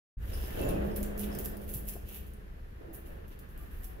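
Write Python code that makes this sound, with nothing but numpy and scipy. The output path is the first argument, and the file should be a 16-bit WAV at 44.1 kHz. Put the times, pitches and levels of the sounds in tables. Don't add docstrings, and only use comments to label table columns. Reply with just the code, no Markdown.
import sys
import numpy as np
from scipy import signal
from scipy.fft import rfft, irfft
from scipy.io import wavfile

SR = 44100
rng = np.random.default_rng(int(sys.argv[2]) if len(sys.argv) > 2 else 0)


def int16_out(signal):
    q = np.round(np.clip(np.atleast_2d(signal).T, -1, 1) * 32767)
    wavfile.write(sys.argv[1], SR, q.astype(np.int16))


N = 176400
T = np.arange(N) / SR
HZ = np.maximum(np.arange(N // 2 + 1) * SR / N, 1)

# (frequency [Hz], correlation [-1 to 1])
COHERENCE = [(60,0.9),(200,1),(380,0),(650,-0.6),(1300,-0.37),(2500,-0.17),(6000,0)]


def from_db(db):
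    return 10 ** (np.asarray(db) / 20)


def rms_one(x):
    return x / np.sqrt(np.mean(x ** 2) + 1e-20)


def in_time(rows):
    return from_db(np.interp(T, *np.transpose(rows)))


def per_hz(points):
    hz, value = np.transpose(points)
    return np.interp(np.log(HZ), np.log(hz), value)


def pan(left_db):
    return rms_one(from_db([[left_db / 2], [-left_db / 2]]))


def noise(spectrum):
    # (frequency [Hz], left minus right level [dB])
    balance = [(60,1),(130,4),(360,-6.5),(700,-1),(1800,1.5),(12000,-2.5)]
    mid, side = rfft(rng.standard_normal((2, N)))
    alike, lean = np.clip(per_hz(COHERENCE), -.99, .99), per_hz(balance)
    both = np.sqrt(1 + alike) * mid + np.sqrt(1 - alike) * side * [[1], [-1]]
    return rms_one(irfft(both * from_db(per_hz(spectrum) + np.array([lean, -lean]) / 2), N))


def drift(rate_hz):
    return rms_one(irfft(rfft(rng.standard_normal(N)) / (1 + (HZ / rate_hz) ** 4), N))


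def swell(peak_s, rise, fall):
    return np.exp(-np.minimum(np.where(T < peak_s, ((peak_s - T) / rise) ** 2, (T - peak_s) / fall), 40))


def hand_rumble():
    # (time [s], level [dB])
    levels = [(.17,-34),(.36,-36),(.52,-37.5),(.72,-38.5),(1.05,-41),(2.0,-42.5),(2.6,-45),(3.45,-46),(3.7,-41.5),(4,-46)]
    # (frequency [Hz], relative density [dB])
    spectrum = [(12,-26),(25,3),(40,-0.5),(52,1.5),(65,2),(85,-7.5),(130,-16.5),(200,-24.5),(500,-56.5)]
    return in_time(levels) * noise(spectrum)


def barn_air():
    # (frequency [Hz], relative density [dB])
    spectrum = [(100,1),(200,4),(260,-6.5),(420,-2.5),(600,-13),(1000,-13),(1800,-14),(3000,-22),(4500,-27),(6500,-32.5),(9000,-42),(11000,-24.5),(16000,-31.5)]
    return from_db(-57.5) * noise(spectrum)


def bedding():
    # (time [s], level [dB])
    levels = [(.17,-52),(.3,-51.5),(.55,-45),(.8,-46),(1.1,-49.5),(1.35,-47),(1.65,-55),(2.1,-58.5),(2.7,-60.5),(3.0,-55.5),(3.4,-56.5),(3.65,-55),(4,-56)]
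    # (frequency [Hz], relative density [dB])
    spectrum = [(400,10.5),(800,2),(1300,1.5),(1780,5),(2200,-5),(2800,-5.5),(4200,-18.5),(7000,-37),(15000,-30)]
    return in_time(levels) * noise(spectrum) * from_db(1.47 * drift(rate_hz=19))


def gate_boom():
    # (peak time [s], rise [s], fall [s], level [dB])
    shoves = [(.34,0.066,1,-46.5),(.62,0.056,0.2,-33),(.68,0.048,0.24,-31.5),(.82,0.04,0.33,-44),(1.39,0.33,0.41,-43),(2.816,0.018,0.18,-49),(2.90,0.066,0.2,-52.5),(3.13,0.058,0.19,-50.5),(3.64,0.034,0.014,-53),(3.99,0.039,0.12,-52)]
    # (frequency [Hz], relative density [dB])
    spectrum = [(70,2.5),(110,-1.5),(170,1),(228,-4.5),(290,-1.5),(420,0),(630,-1.5),(820,-10.5),(970,-15.5),(1100,-19.5),(1800,-24),(3500,-56)]
    power = sum((from_db(db) * swell(s, rise, fall)) ** 2 for s, rise, fall, db in shoves)
    return np.sqrt(power) * noise(spectrum)


def scuffs(slips_per_s=1800, spread_db=2.8, grain_s=.00058):
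    # (peak time [s], rise [s], fall [s], relative grit and rasp levels [dB])
    strokes = [(.335,0.044,0.013,-67,-59),(.44,0.18,0.24,-47,-55.5),(.60,0.04,0.05,-47.5,-51),(.70,0.022,0.022,-49,-51.5),(.85,0.02,0.12,-57.5,-68),(0.965,0.0064,0.013,-35,-54),(1.038,0.014,0.015,-44.5,-55.5),(1.204,0.023,0.027,-36,-53.5),(1.24,0.014,0.0092,-48,-50.5),(1.355,0.045,0.026,-50.5,-59),(1.391,0.0049,0.017,-35,-54),(1.458,0.014,0.0056,-33.5,-53.5),(1.625,0.027,0.032,-52.5,-62),(1.699,0.019,0.028,-40.5,-57.5),(1.75,0.016,0.021,-33.5,-57.5),(1.892,0.022,0.019,-36,-55),(1.94,0.016,0.0084,-48,-58),(2.093,0.035,0.018,-52,-57.5),(2.166,0.049,0.023,-42.5,-55.5),(2.28,0.012,.025,-56.5,-73),(2.946,0.011,0.02,-39,-63),(3.065,0.013,0.065,-55,-66),(3.283,0.0071,0.016,-55,-70),(3.33,0.02,0.013,-59,-59.5),(3.402,0.0095,0.0082,-57.5,-79),(3.495,.006,0.042,-58.5,-74),(3.6,0.015,0.081,-55.5,-68),(3.72,0.0098,0.045,-56.5,-68),(3.81,0.043,0.11,-59,-75),(3.845,0.012,0.016,-43.5,-68)]
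    # (frequency [Hz], relative density [dB])
    grit = [(2000,-45),(4000,-40),(6500,-11.5),(8300,-12.5),(10300,-0.5),(12500,6),(14500,0),(16000,5)]
    rasp = [(500,-2.5),(1000,-3),(1900,-7.5),(2900,5.5),(4200,-9),(7000,-9),(12000,-49)]
    bright, dull = 0, 0
    for s, rise, fall, grit_db, rasp_db in strokes:
        stroke = swell(s, rise, fall)
        bright += from_db(grit_db) * stroke
        dull += from_db(rasp_db) * stroke
    friction = bright * noise(grit) + dull * noise(rasp)
    energies = from_db(spread_db * np.minimum(rng.exponential(1, N), 4)) ** 2
    slips = energies * (rng.random(N) < slips_per_s / SR)
    grain_power = signal.lfilter([1], [1, -np.exp(-2 / (grain_s * SR))], slips + 1e-6)
    return from_db(-2) * pan(left_db=-2.5) * friction * rms_one(np.sqrt(grain_power))


def harness_jingle(t60_s=.035):
    # (time [s], level [dB])
    jingles = [(.335,-57),(.43,-62),(.915,-68),(1.32,-62.5)]
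    # (frequency [Hz], gain [dB])
    modes = [(5060,1),(5556,-5),(9410,-1),(9700,-5)]
    runs = sum(from_db(db) * swell(s, rise=.006, fall=.035) for s, db in jingles)
    radius, out = from_db(-60 / (t60_s * SR)), 0
    for hz, db in modes:
        angle = 2 * np.pi * hz / SR
        contacts = runs * rng.standard_normal((2, N))
        gain = from_db(db) * np.sin(angle) * np.sqrt(2 * (1 - radius ** 2))
        out += signal.lfilter([gain], [1, -2 * radius * np.cos(angle), radius ** 2], contacts)
    return out


def leash_knocks():
    # (time [s], frequency [Hz], level [dB], T60 [s])
    knocks = [(0.439,348,-27.5,0.012),(0.875,174,-24,0.044),(1.752,288,-39,0.043),(1.756,129,-29,0.065),(1.9554,394,-35.5,0.023),(1.964,693,-40.5,0.029),(1.973,404,-45,0.03),(2.885,327.5,-45,0.39)]
    out = 0
    for s, hz, db, t60 in knocks:
        age = np.maximum(T - s, 0)
        out += np.sin(2 * np.pi * hz * age) * from_db(db - np.minimum(60 * age / t60, 200))
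    return out


def impacts(rows, left_db, rise_s=.0004, fall_s=.0005):
    # (frequency [Hz], relative density [dB])
    spectrum = [(2000,-30),(5000,-17.5),(8300,-12),(11000,0),(16000,-1.5)]
    envelope = sum(from_db(db + 2) * swell(s + rise_s, rise_s, fall_s) for s, db in rows)
    hiss = noise(spectrum)[0]
    even_hiss = rms_one(hiss / np.abs(signal.hilbert(hiss)) ** .8)
    highpass = signal.butter(2, 3000, "high", fs=SR, output="sos")
    return signal.sosfilt(highpass, envelope * pan(left_db) * even_hiss)


def claw_ticks():
    # (time [s], relative level [dB])
    strikes = [(0.6146,-38),(0.6894,-34.5),(0.9613,-34),(1.03,-28.5),(1.1787,-34.5),(1.195,-29),(1.2375,-40),(1.2405,-40),(1.3495,-38),(1.3518,-35),(1.3884,-30),(1.3928,-43),(1.451,-31),(1.4586,-33),(1.4611,-36.5),(1.6173,-52),(1.6425,-49),(1.6919,-39),(1.7395,-32.5),(1.7502,-41),(1.7559,-41),(1.8547,-41),(1.888,-31),(1.9364,-38.5),(2.2677,-48.5),(2.336,-47),(3.4896,-58),(3.5774,-46),(3.7116,-58),(3.7332,-53),(3.833,-52),(3.844,-37.5)]
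    return impacts(strikes, left_db=-9)


def gate_squeaks(bend=.008, jitter=.012, jitter_hz=160, rough_db=3):
    # (peak time [s], frequency [Hz], level [dB], fall [s])
    squeaks = [(.63,2665,-51,.09),(.66,7020,-59.5,.06),(.77,2490,-60,.06),(.68,1075,-61,.12),(3.87,745,-60.5,.25),(3.62,1180,-67,.07)]
    out = 0
    for s, hz, db, fall in squeaks:
        sag = bend * np.tanh((T - s) / fall)
        pitch = hz * (1 - sag + jitter * np.array([drift(jitter_hz) for ear in range(2)]))
        envelope = from_db(db + rough_db * drift(jitter_hz)) * swell(s, rise=.035, fall=fall)
        out += envelope * np.sqrt(2) * np.sin(2 * np.pi * np.cumsum(pitch, axis=1) / SR)
    return out


def gate_pipes(start_s=.69, depth=.42, waver_hz=8):
    # (frequency [Hz], relative level [dB], T60 [s], build-up [s])
    modes = [(205.7,-27.5,2.68,0.52),(301,-46,3.7,0.5),(322,-39.5,1.3,0.036),(361,-45,3.6,0.061),(422.3,-40,3.42,0.38),(471,-60,3.7,0.75),(565,-47,2.4,0.04),(615,-48.5,2.6,0.078),(687,-52.5,3.9,0.11)]
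    age, out = np.maximum(T - start_s, 0), 0
    for hz, db, t60, build in modes:
        envelope = (1 - np.exp(-age / build)) * from_db(db - 60 * age / t60)
        ear_phase = np.arccos(np.clip(np.interp(hz, HZ, per_hz(COHERENCE)), -1, 1))
        waver = np.array([1 + depth * (drift(waver_hz) + 1j * drift(waver_hz)) for ear in range(2)])
        phase = 2 * np.pi * (hz * T + rng.random()) + np.array([[0], [ear_phase]])
        out += np.sqrt(2) * envelope * pan(left_db=-2) * (waver * np.exp(1j * phase)).real
    return out


def clasp_clicks():
    # (time [s], relative level [dB])
    contacts = [(1.5699,-38.5),(2.0871,-45),(2.0896,-40.5),(3.2808,-54),(3.3908,-46),(3.3948,-44)]
    return impacts(contacts, left_db=3)


def barn(direct, t60_s=.7, treble_t60_s=.35, build_s=.003, tail_db=-2.7):
    t = T[:SR]
    crossover = (signal.butter(2, 4500, kind, fs=SR, output="sos") for kind in ("low", "high"))
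    low, high = (signal.sosfilt(band, rng.standard_normal((2, SR))) for band in crossover)
    decay = low * from_db(-60 * t / t60_s) + high * from_db(-60 * t / treble_t60_s)
    tail = from_db(tail_db) * rms_one(decay * (1 - np.exp(-t / build_s))) / np.sqrt(SR)
    source = direct.sum(0) / np.sqrt(2)
    echoes = [(.0068, -5.5), (.0049, -15)]
    early = np.array([from_db(db) * np.interp(T - round(s * SR) / SR, T, source) for s, db in echoes])
    return direct + early + signal.fftconvolve(source[None], tail, axes=1)[:, :N]


def scene():
    dog = barn(scuffs() + claw_ticks() + clasp_clicks() + harness_jingle())
    gate = gate_boom() + gate_pipes() + gate_squeaks()
    return dog + gate + bedding() + hand_rumble() + leash_knocks() + barn_air()


def record(dry):
    start_s, bass_fade_s, treble_fade_s, cutoff_hz = .169, .01, .07, 15600
    bass = signal.sosfilt(signal.butter(1, 120, fs=SR, output="sos"), dry)
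    age = T - start_s
    opened = bass * np.clip(age / bass_fade_s, 0, 1) + (dry - bass) * np.clip(age / treble_fade_s, 0, 1)
    return signal.sosfilt(signal.ellip(10, .2, 80, cutoff_hz, fs=SR, output="sos"), opened)


dry = scene()
out = record(dry)
int16_out(out)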